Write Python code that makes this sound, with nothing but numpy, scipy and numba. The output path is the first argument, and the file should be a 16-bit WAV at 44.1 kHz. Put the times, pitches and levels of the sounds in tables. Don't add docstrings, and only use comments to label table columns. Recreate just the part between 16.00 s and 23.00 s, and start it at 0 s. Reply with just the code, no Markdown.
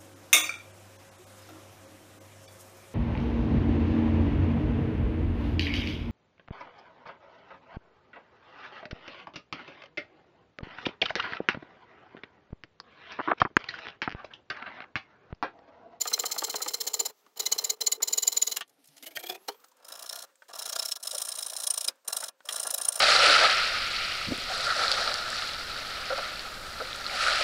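import sys
import numpy as np
from scipy import signal
from scipy.io import wavfile
from scipy.ndimage import uniform_filter1d, minimum_filter1d
from numba import njit

SR = 44100
rng = np.random.default_rng(int(sys.argv[2]) if len(sys.argv) > 2 else 0)


def waveform_to_disk(signal):
    frames = np.transpose(np.atleast_2d(signal))
    scaled = np.clip(frames, -1, 1) * 32767
    samples = np.round(scaled).astype(np.int16)
    wavfile.write(sys.argv[1], SR, samples)


def makeup_ratio(level_db):
    decades = np.asarray(level_db, float) / 20
    return 10 ** decades


N = 308700
TIME = np.arange(N) / SR

# [t/s, pitch factor]
SPEED = [(0, 1.0117), (2.63, 0.9836), (2.66, 0.61), (2.9, 0.65), (3.06, 0.72), (3.36, 0.84), (3.62, 1.2),
         (3.82, 1.24), (4.2, 1.326), (4.45, 1.285), (7, 1.283)]
SLACK_S, SECOND_CUT_S = 2.65, 3.6

# [t/s of the fastest point, level/dB, top tooth rate f/Hz]
STARTING = [(.016,-24,2390),(.077,-28.5,2430),(.139,-19.5,2082),(.199,-25,2429),(.262,-26,2372),(.321,-25,2336),
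            (.387,-25,2281),(.444,-24,2550),(.503,-26.5,2317),(.562,-26,2316),(.625,-26,2342),(.685,-26.5,2487),
            (.744,-25,2119),(.812,-24,1812),(.876,-23.5,2276),(.943,-23.5,2351),(1.002,-22.5,2400),(1.06,-25,2480)]
PRESSING = [(1.375,-46.5,2000),(1.403,-21.5,2272),(1.466,-19.5,2100),(1.526,-17,2277),(1.589,-23,2070),(1.649,-21.5,2432),(1.704,-18,2273),
            (1.769,-68,2000),(1.816,-22,2071),(1.873,-17.5,2296),(1.926,-20.5,2318),(1.982,-66.5,2000),(2.031,-20,2350),(2.083,-24,2577),
            (2.135,-20.5,2385),(2.183,-20.5,2362),(2.231,-22.5,2415),(2.279,-19,2380),(2.326,-28,2397),(2.374,-21,2380),
            (2.425,-20,2370),(2.476,-22,2282),(2.522,-23.5,2311),(2.568,-31,2552)]
THREADING = [(2.98,-62,1390),(3.034,-44,1553),(3.07,-38,1520),(3.115,-48.5,1825),(3.166,-27.5,1568),(3.2,-41,1500),
             (3.239,-35.5,1949),(3.269,-34.5,1654),(3.3,-24.5,1728),(3.325,-39,1764),(3.353,-40,2068)]
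SNAP = [(3.488, -25, 1911), (3.522, -50, 1500)]
TRYING = [(3.801,-69.5,2566),(3.828,-63,2422),(3.85,-46,2560),(3.887,-40,2590),(3.925,-37,2612),(3.957,-41.5,2544),
          (3.996,-38,2620),(4.028,-36.5,2620),(4.064,-37.5,3400),(4.097,-34,2730),(4.13,-35,2577),
          (4.161,-35,2917),(4.192,-35.5,2676),(4.225,-36,2830)]
BITING = [(4.491,-53.5,2700),(4.537,-44,2720),(4.557,-36.5,2710),(4.594,-28.5,2600),(4.625,-30,3200),(4.661,-29,3250),
          (4.697,-26,2776),(4.731,-25,2231),(4.763,-24.5,2478),(4.797,-23,2699),(4.828,-25.5,2374),
          (4.858,-25,2731),(4.888,-29,2725),(4.922,-22,2718),(4.963,-31,2273)]
STEADY = [(5.002,-53.5,2726),(5.032,-29.5,2641),(5.075,-27.5,2657),(5.113,-29,2763),(5.151,-27.5,2835),(5.183,-28,3090),
          (5.22,-26.5,3000),(5.253,-31,3006),(5.289,-28,3278),(5.321,-28.5,2735),(5.356,-31.5,2910),(5.389,-28.5,3493),
          (5.428,-28,2686),(5.466,-28.5,3200),(5.501,-31.5,2988),(5.535,-35,3000),(5.568,-29.5,3206),(5.603,-30.5,3088),
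          (5.638,-27,3608),(5.673,-22,3335),(5.707,-21,3084),(5.741,-29,3086),(5.779,-24.5,3044),(5.812,-26,2818),
          (5.847,-27,3457),(5.881,-25.5,3085)]
TURNING = [(6.05,-60,2750),(6.082,-28,3143),(6.13,-26.5,2801),(6.169,-27.5,2950),(6.206,-31,2302),
           (6.241,-29.5,2690),(6.285,-36,2380)]
FINISHING = [(6.457,-45,3070),(6.492,-32.5,3103),(6.529,-27.5,3166),(6.563,-27,3066),(6.601,-26,3040),(6.635,-27,2930),
             (6.673,-26.5,3108),(6.709,-24.5,3570),(6.745,-22,3980),(6.783,-26,3550),(6.818,-26,3205),
             (6.854,-24,3400),(6.888,-21,3140),(6.926,-29.5,2990),(6.96,-27,3160),(6.997,-27.5,3530)]
STROKES = [STARTING, PRESSING, THREADING, SNAP, TRYING, BITING, STEADY, TURNING, FINISHING]
# [rise/ms, fall/ms, return level/dB, board level/dB at first stroke, at last stroke]
BOUTS = [
    (11, 13, -41, -53, -50),
    (11, 9.7, -42.5, -48, -54.5),
    (14, 14, -61.5, -57.5, -48.5),
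    (10, 13, -41.5, -50, -53.5),
    (7.6, 7.5, -32, -46, -51),
    (10.6, 11, -40, -43, -53),
    (6.0, 11, -39, -51, -49.5),
    (6, 10, -39.5, -44.5, -49.5),
    (7.5, 8, -37.5, -45, -46),
]
# [last return level/dB, after-ring level/dB, hum level/dB, rustle level/dB at start, at end]
PAUSES = [(-45.5, -59, -70, -72, -75.5), (-49.5, -54.5, -65.5, -83.5, -64.5), (-63.5, -76, -66.5, -73, -67),
          (-60, -68, -68, -72, -78), (-34.5, -61, -73.5, -75, -74), (-66, -108, -77, -79, -67),
          (-50.5, -47.5, -72, -78, -78), (-74, -91, -72.5, -91, -68)]
RISE_MS_PER_DB, FALL_MS_PER_DB = 0.27, -0.29
RETURN_PER_DB, RETURN_UNDER_DB, RETURN_SCATTER_DB = -0.72, -5.5, 2
# [t/s, length/s, level/dB]
DRAGS = [(0, 0.0086, -43.5), (1.359, .018, -56.5), (2.962, 0.023, -54), (3.031, .02, -40),
         (3.059, .032, -40), (3.177, .04, -45), (6.269, 0.026, -48)]

# [multiple of the tooth rate, level/dB in first cut, level/dB in second cut]
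TOOTH = [(1, -14, -16), (2, -9, -9), (3, -4, -5), (4, -11, -13.5)]
SING_DB = [0.1, 1.2, 0.1, 0.1, 0.1, 1.3, 1.4, 1.08, 2.5]
BRIGHT_DB = [2.9, 2, -0.5, -3, -2.5, -4, 3, 5.5, 3.5]
# [f/Hz, width/Hz, lift/dB]
BLADE_FIRST = [(2100, 47, 13.5), (3052, 69, 13.5), (4090, 135, 19), (4300, 33, 2.5), (4730, 130, 3.5),
               (5240, 160, 8), (6025, 130, 6.5), (7030, 140, 6.5), (7164, 90, 6), (7254, 500, 8),
               (11950, 1600, 10.5), (15300, 1200, 12.5), (5505, 2620, 6.5)]
# [f/Hz, width/Hz, lift/dB]
BLADE_SLACK = [(3010, 146, 15.5), (4150, 107, 15), (5449, 1500, 4.5), (11480, 590, 0), (13700, 3800, -10),
               (16300, 1499, 10.5), (18600, 2800, -4)]
# [f/Hz, width/Hz, lift/dB]
BLADE_SECOND = [(3200, 630, 6.1), (3953, 170, 14.3), (5270, 262, 11.65), (5870, 520, 5.4), (6960, 460, 5.6),
                (8500, 63, 3.3), (8920, 210, 6.6), (9180, 160, 5.2), (9700, 170, 6.4), (9330, 850, 5.5),
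                (11090, 540, 8.6), (14480, 550, 7), (5540, 820, 2.8), (8190, 3860, 4.06)]
BUZZ_FOCUS, TEAR_FOCUS = 0.76, 0.73
WANDER, PATCHY_DB = 0.008, 2

# [f/Hz, width/Hz, level/dB]
BOARD_FIRST = [(246, 3600, -14), (443, 65.6, 8), (630, 420, -2.5), (950, 340, -0.5), (1220, 70, -0.5),
               (1770, 2200, -8.5)]
# [f/Hz, width/Hz, level/dB]
BOARD_SLACK = [(441, 60, 7), (897, 65, 5.5), (1150, 68, -3), (2220.5, 130, -3.5), (2950, 120, -4),
               (1500, 1700, -13.5)]
# [f/Hz, width/Hz, level/dB]
BOARD_SECOND = [(350, 1100, -19), (639, 120, 0.5), (1001, 82, -3.5), (1160, 91, -2.5), (1380, 49, -2.5),
                (1664, 130, -6.5), (2480, 37, -16), (2750, 54, -11)]
CHATTER, GRAIN_DB = 0.82, 2.4
BUZZ_DB, BUZZ_SCATTER_DB, BUZZ_JITTER = -1.0, 2.0, 0.4
DRONE_DB = [-50, -56.5, -64, -63, -66, -62.5, -61, -62, -56]
DRONE_HZ, SECOND_DRONE_HZ, DRONE_WIDTH_HZ = 427, 453.6, 45

# [t/s, peak level/dB, f/Hz]
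KNOCKS = [(0.056, -26, 1230), (0.118, -29.5, 1285), (0.179, -28.5, 1220), (0.239, -23.5, 1230),
          (0.303, -33, 1254), (0.363, -28, 828), (0.422, -22.5, 887), (0.484, -29.5, 824),
          (0.543, -22.5, 830), (0.606, -31, 1295), (0.663, -23.5, 840), (0.742, -36, 1259),
          (1.265, -50.5, 977), (2.004, -33.5, 900), (2.566, -26.5, 2820), (2.609, -25.5, 3054),
          (3.485, -24, 799), (3.639, -46, 1310), (4.421, -46.5, 1538), (6.078, -58, 3800),
          (6.226, -28, 1500), (6.408, -62, 1550), (6.49, -28, 3205)]
CLICK_DB, CLICK_S, CLICK_HZ, CLICKS_END_S = 2.5, 0.0018, 2000, 0.8
# [t/s, peak level/dB,
# f/Hz]
TICKS = [(2.6773, -57, 7160), (2.6938, -53.5, 7040), (2.8417, -51.5, 5540), (2.855, -52, 8160),
         (2.873, -48, 10800), (2.885, -49, 3400), (2.9662, -44, 4300), (2.978, -42, 4210), (3.6, -57, 5010),
         (3.642, -46.5, 6000), (3.6827, -56, 6500), (3.715, -55, 4630), (3.767, -58, 8360),
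         (4.355, -64, 6660), (4.482, -48.5, 4000), (4.5, -44, 4050), (4.51, -48, 4974), (5.884, -22, 4785),
         (5.955, -61, 5984)]
# [t/s, peak level/dB, f/Hz, ring/s]
THUDS = [(1.268, -51, 288, 0.037), (2.61, -47, 172, 0.044), (2.783, -58, 287.5, 0.13),
         (2.884, -53.5, 148.2, 0.18), (3.028, -44, 269.5, .06), (3.169, -41, 140.2, 0.05),
         (3.312, -45.5, 143, 0.049), (3.495, -35.5, 410, 0.13), (3.641, -71, 250, 0.053),
         (1.265, -47, 1150, 0.022), (3.593, -59, 1200, 0.044), (3.719, -54, 982, 0.046),
         (6.406, -50.5, 1500, 0.028), (4.421, -48, 1500, 0.025), (5.8836, -15.5, 5070, 0.026),
         (5.885, -17.5, 3890, 0.015), (6.489, -20.5, 3200, 0.024), (3.171, -26.5, 1850, 0.033),
         (3.171, -31.5, 1593, 0.044), (3.171, -31, 2280, 0.039), (3.171, -33, 620, 0.044)]
# [t/s, peak level/dB, centre f/Hz, width/Hz, decay/ms]
CATCHES = [(1.264, -50, 1299, 3500, 2.6), (2.5704, -14, 8020, 9000, 1.2), (2.608, -31.5, 7000, 12000, 2.3),
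           (3.026, -35, 5000, 9000, 3), (3.172, -22, 2400, 3500, 1.8), (3.485, -29, 4500, 6000, 1.7),
           (3.449, -55, 906, 1500, 4.7), (4.355, -54, 1500, 2980, 3), (4.356, -53, 7500, 3020, 2.8),
           (4.423, -48, 1300, 3000, 2.5), (4.455, -59, 1600, 700, 3.7), (6.077, -29, 6000, 9000, 3),
           (6.405, -46.5, 900, 2000, 3), (6.489, -23, 2813, 4500, 1.7), (6.587, -34, 1500, 3000, 1.75),
           (6.697, -29.5, 2000, 4000, 2.14)]
# [from t/s, to t/s, level/dB, f/Hz, width/Hz]
WHISK = (3.36, 3.72, -70, 12200, 900)

STOP_S, AFTER_RING_S = 0.014, 0.019
HUM_SWAY_DB = 2.2
ROOM_T60_S, ROOM_DB = 0.036, -13


def curve(rows, column=1):
    rows = np.array(rows)
    return np.interp(TIME, rows[:, 0], rows[:, column])


def by_bout(values):
    return curve([(bout[k][0], value) for bout, value in zip(STROKES, values) for k in (0, -1)])


def unit(x):
    return x / np.sqrt(np.mean(x ** 2))


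def flicker(rate):
    hold = int(SR / rate)
    levels = np.repeat(rng.standard_normal(N // hold + 1), hold)
    return 1.3 * uniform_filter1d(levels, hold)[:N]


def place(out, s, sound):
    start = int(s * SR)
    out[start:start + len(sound)] += sound


def highpass(x, hz, order=2):
    return signal.sosfilt(signal.butter(order, hz, "high", fs=SR, output="sos"), x)


@njit
def svf(x, hz, width):
    y, b, l, g, k = np.empty(len(x)), 0., 0., 0., 0.
    for i in range(len(x)):
        if i & 31 == 0:
            g = np.tan(np.pi * min(hz[i] / SR, .47))
            k = width[i] / hz[i]
        v = (b + g * (x[i] - l)) / (1 + g * (g + k))
        b, l, y[i] = 2 * v - b, l + 2 * g * v, k * v
    return y


def band(x, hz, width):
    return svf(x, np.full(len(x), float(hz)), np.full(len(x), float(width)))


def body(x, modes, pitch):
    out = 0
    for k, (hz, width, db) in enumerate(sorted(modes)):
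        out = out + (-1) ** k * makeup_ratio(db) * svf(x, hz * pitch, width * pitch)
    return out


def steel(x, modes, pitch):
    for hz, width, db in modes:
        x = x + (makeup_ratio(db) - 1) * svf(x, hz * pitch, width * pitch)
    return highpass(x, 2300)


def two_cuts(ring, push, mode_sets, pitch):
    a, b = int(SLACK_S * SR), int(SECOND_CUT_S * SR)
    first, slack, second = mode_sets
    return np.r_[ring(push[:a], first, pitch[:a]),
                 ring(push[a:b], slack, pitch[a:b]),
                 ring(push[b:], second, pitch[b:] / SPEED[-1][1])]


def taps(table, partials, ring, crack_db, crack_hz, spread, early_s):
    out, t = np.zeros(N + SR), np.arange(SR // 10) / SR
    noise = rng.standard_normal((len(table), len(t)))
    fade = np.exp(-np.log(1000) * t / ring) * (1 - np.exp(-t / 0.0018))
    for (s, db, hz), hiss in zip(table, noise):
        tone = sum(makeup_ratio(g_db) * np.sin(2 * np.pi * min(hz * ratio, 16000) * t) for ratio, g_db in partials)
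        wobble = 1 + 5.7 * uniform_filter1d(hiss, size=40)
        centre = max(crack_hz, hz)
        crack = band(hiss, centre, spread * hz)
        crack = unit(band(crack, centre, 2 * spread * hz)) * np.std(crack)
        usual = np.sqrt(np.sum((fade * crack) ** 2) / np.sum(fade ** 2) / np.mean(crack ** 2))
        crack = crack / usual
        place(out, s - early_s, makeup_ratio(db) * fade * (tone * wobble + makeup_ratio(crack_db) * crack))
    return highpass(out[:N], 330)


def drags(edge_s=0.00196):
    press = np.zeros(N)
    for s, length, db in DRAGS:
        press += makeup_ratio(db) * np.clip(np.minimum(TIME - s, (s + length - TIME) / 2) / edge_s, 0, 1)
    return press


def drone(pitch, lead_s=0.013, tail_s=0.024):
    on = np.zeros(N)
    for bout, db in zip(STROKES, DRONE_DB):
        inside = np.minimum(TIME - bout[0][0] + lead_s, bout[-1][0] + tail_s - TIME)
        on += makeup_ratio(db) * np.clip(inside * 100, 0, 1)
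    hz = np.where(TIME < SECOND_CUT_S, DRONE_HZ, SECOND_DRONE_HZ) * pitch
    hum = svf(makeup_ratio(8.7 * flicker(40)) * rng.standard_normal(N), hz, DRONE_WIDTH_HZ * pitch)
    return unit(svf(hum, hz, 3.0 * DRONE_WIDTH_HZ * pitch)) * on


def stroke_rows():
    rows = []
    last_returns = [pause[0] for pause in PAUSES] + [BOUTS[-1][2]]
    for bout, (rise, fall, back_db, *_), last_db in zip(STROKES, BOUTS, last_returns):
        s, db, hz = np.array(bout).T
        harder = np.clip(db - np.median(db), -6, 6)
        back = back_db + RETURN_PER_DB * harder + RETURN_SCATTER_DB * rng.standard_normal(len(s))
        back[-1] = last_db
        rows.append(np.c_[s, rise + RISE_MS_PER_DB * harder, fall + FALL_MS_PER_DB * harder, db, hz,
                          np.minimum(back - db, RETURN_UNDER_DB), harder])
    return np.vstack(rows)


def strokes(rise_pow=1.73, fall_pow=2.55, back_pow=0.88, slowest=0.15, speed_up=0.6, slow_down=1.9,
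            back_skew=0.57):
    cut, back, tooth_hz = np.zeros(N), np.zeros(N), np.full(N, 1000.)
    rows = stroke_rows()
    starts = rows[:, 0] - rows[:, 1] / 1000
    gaps = np.diff(starts)
    cycle = np.r_[np.minimum(gaps, 1.08 * signal.medfilt(gaps, kernel_size=5)), gaps[-1]]
    for (s, rise, fall, db, hz, back_db, harder), start, period in zip(rows, starts, cycle):
        rise, fall = 1.1 * rise / 1000, 1.5 * fall / 1000
        part = slice(max(int((s - rise) * SR), 0), int((s + fall) * SR))
        late = TIME[part] - s
        rising = late < 0
        arc = np.cos(np.pi / 2 * np.clip(late / np.where(rising, rise, fall), -1, 1))
        bite = 1 + np.clip(.4 + harder / 3.5, 0, 1.7) * np.exp(-(late / .0024) ** 2)
        cut[part] += makeup_ratio(db - 2.5) * bite * arc ** np.where(rising, rise_pow, fall_pow)
        tooth_hz[part] = hz * (slowest + (1 - slowest) * arc ** np.where(rising, speed_up, slow_down))
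        first, last = s + 0.84 * fall, max(start + period + 0.00073, s + fall + 0.0025)
        part = slice(int(first * SR), int(last * SR))
        arc = np.sin(np.pi * np.clip((TIME[part] - first) / (last - first), 0, 1) ** back_skew)
        back[part] += makeup_ratio(db + back_db + 2.0) * arc ** back_pow
    return cut, back, tooth_hz


def blade(cut, back, tooth_hz, pitch, squeal_db=-32.0, bright_db=7.0):
    phase = 2 * np.pi * np.cumsum(tooth_hz * (1 + 0.01188 * flicker(900))) / SR
    second = TIME > SECOND_CUT_S
    teeth = np.zeros(N)
    for order, db, late_db in TOOTH:
        teeth += makeup_ratio(np.where(second, late_db, db) + 1.2 * flicker(450)) * np.sin(order * phase)
    top_hz = -minimum_filter1d(-tooth_hz, size=SR // 40)
    teeth = teeth * (tooth_hz / top_hz) ** BUZZ_FOCUS * makeup_ratio(by_bout(SING_DB))
    tearing = makeup_ratio(2.2 * flicker(1500)) * rng.standard_normal(N)
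    for hz in (3000., 11000.):
        tearing = tearing + (makeup_ratio(PATCHY_DB * flicker(120)) - 1) * svf(tearing, hz * pitch, hz * pitch / 2)
    tear = cut / (1 + cut / makeup_ratio(squeal_db)) * makeup_ratio(9.5) * (tooth_hz / top_hz) ** TEAR_FOCUS
    push = cut * teeth + (tear + back) * tearing
    lift = makeup_ratio(bright_db * np.clip(top_hz / pitch / 2300 - 1, -.2, .2) + by_bout(BRIGHT_DB))
    push = push + (lift - 1) * svf(push, 7200 * pitch, 3500 * pitch)
    wandering = pitch * (1 + WANDER * flicker(25))
    return two_cuts(steel, push, (BLADE_FIRST, BLADE_SLACK, BLADE_SECOND), wandering) * makeup_ratio(-13.0)


def board(cut, back, tooth_hz, pitch, depth=0.55, full_db=-21.0, buzz_depth=0.42):
    soft_cut = cut / (1 + cut / makeup_ratio(full_db))
    press = (soft_cut + back) ** depth
    usual = np.sqrt(np.abs(uniform_filter1d(press ** 2, size=SR // 14))) + 0.41
    push = press / usual * makeup_ratio(2.2 * flicker(300) + GRAIN_DB * flicker(80))
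    fibres = np.clip(rng.standard_normal(N), -2.9, 2.9)
    push = push * fibres * np.abs(fibres) ** (3 * CHATTER)
    slowing = uniform_filter1d(1. * (np.gradient(tooth_hz) < 0), size=90)
    phase = 2 * np.pi * np.cumsum(tooth_hz * (1 + BUZZ_JITTER * flicker(500))) / SR
    buzz = makeup_ratio(BUZZ_DB + BUZZ_SCATTER_DB * flicker(60)) * slowing * np.sin(phase)
    push = push + buzz * soft_cut ** buzz_depth / usual
    drum = two_cuts(body, push, (BOARD_FIRST, BOARD_SLACK, BOARD_SECOND), pitch)
    levels = [(bout[k][0] - k * 1e-3, how[3 - k]) for bout, how in zip(STROKES, BOUTS) for k in (0, -1)]
    return unit(drum) * makeup_ratio(curve(levels) + 1.0)


def clicks():
    out, t = np.zeros(N), np.arange(SR // 100) / SR
    for (s, db, _), hiss in zip(KNOCKS, rng.standard_normal((len(KNOCKS), len(t)))):
        if s < CLICKS_END_S:
            place(out, s - 0.0015, makeup_ratio(db + CLICK_DB) * hiss * np.exp(-t / CLICK_S))
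    return band(band(out, CLICK_HZ, 3600), CLICK_HZ, 3600)


def knocks():
    partials = [(1, -7.5), (.38, -8.5), (0.6, -9.0), (2.1, -21.5), (5.7, -34.5)]
    return taps(KNOCKS, partials, ring=0.058, crack_db=6.0, crack_hz=1150, spread=0.43, early_s=0.001163)


def pauses(pitch):
    rows, ring = [], np.zeros(N)
    for done, coming, (_, ring_db, hum_db, first_db, last_db) in zip(STROKES, STROKES[1:], PAUSES):
        stop = done[-1][0] + STOP_S
        rows += [(stop, first_db, hum_db), (max(coming[0][0], stop), last_db, hum_db)]
        ring += makeup_ratio(ring_db) * np.exp(-np.abs(TIME - stop) / AFTER_RING_S)
    hiss = makeup_ratio(1.5 * flicker(60)) * rng.standard_normal(N)
    cloth = [(3400, 3600, 2.4), (7040, 3300, 3.3), (12000, 2800, 2.2), (16000, 5000, 1.5)]  # Hz, width Hz, dB
    rustle = body(hiss, cloth, pitch ** .6)
    sway = makeup_ratio(HUM_SWAY_DB * flicker(25)) * rng.standard_normal(N)
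    bench = [(240.7, 130, -4.5), (414.6, 20, 10.5), (880, 770, -4), (1460, 210, -12.0)]
    hum = body(sway, bench, pitch)
    return unit(rustle) * makeup_ratio(curve(rows)) + unit(hum) * (makeup_ratio(curve(rows, column=2)) + ring)


def catches():
    out, t = np.zeros(N), np.arange(SR // 25) / SR
    noise = rng.standard_normal((len(CATCHES), len(t)))
    for (s, db, hz, width, decay_ms), hiss in zip(CATCHES, noise):
        burst = band(hiss * np.exp(-t * 1000 / decay_ms), hz, width)
        burst = band(burst, hz, 2 * width)
        place(out, s, makeup_ratio(db) * burst / np.max(np.abs(burst)))
    return out


def thuds(soft_cycles=0.84):
    out, t = np.zeros(N + SR), np.arange(SR // 4) / SR
    for s, db, hz, ring in THUDS:
        shape = np.exp(-np.log(1000) * t / ring) * (1 - np.exp(-t * hz / soft_cycles))
        place(out, s, makeup_ratio(db) * shape * np.sin(2 * np.pi * hz * t))
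    return out[:N]


def ticks():
    return taps(TICKS, [(1.2, -23.0), (0.95, -32)], ring=0.032, crack_db=4.0, crack_hz=4500, spread=1.74,
                early_s=0.00024)


def whisk(pitch):
    start, end, db, hz, width = WHISK
    on = np.clip(np.minimum(TIME - start, end - TIME) * 20, 0, 1)
    return unit(svf(rng.standard_normal(N), hz * pitch, width * pitch)) * makeup_ratio(db) * on


def room(near):
    t = np.arange(SR // 8) / SR
    tail = rng.standard_normal(len(t)) * np.exp(-np.log(1000) * t / ROOM_T60_S)
    return makeup_ratio(ROOM_DB) * signal.fftconvolve(near, tail / np.sqrt(np.sum(tail ** 2)))[:N]


def scene():
    pitch = curve(SPEED)
    cut, back, tooth_hz = strokes()
    back = back + drags()
    saw = blade(cut, back, tooth_hz, pitch) + board(cut, back, tooth_hz, pitch) + drone(pitch)
    contacts = knocks() + clicks() + thuds() + ticks() + catches()
    near = saw + contacts + whisk(pitch)
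    return (near + room(near) + pauses(pitch))[None]


def roll_off(x):
    return signal.sosfilt(signal.butter(12, 17000, fs=SR, output="sos"), x)


def record(dry):
    thin = highpass(dry, 300, order=1)
    top = signal.sosfilt(signal.ellip(10, .2, 70, 15750, fs=SR, output="sos"), thin)
    return roll_off(top)


dry = scene()
out = record(dry)
waveform_to_disk(out)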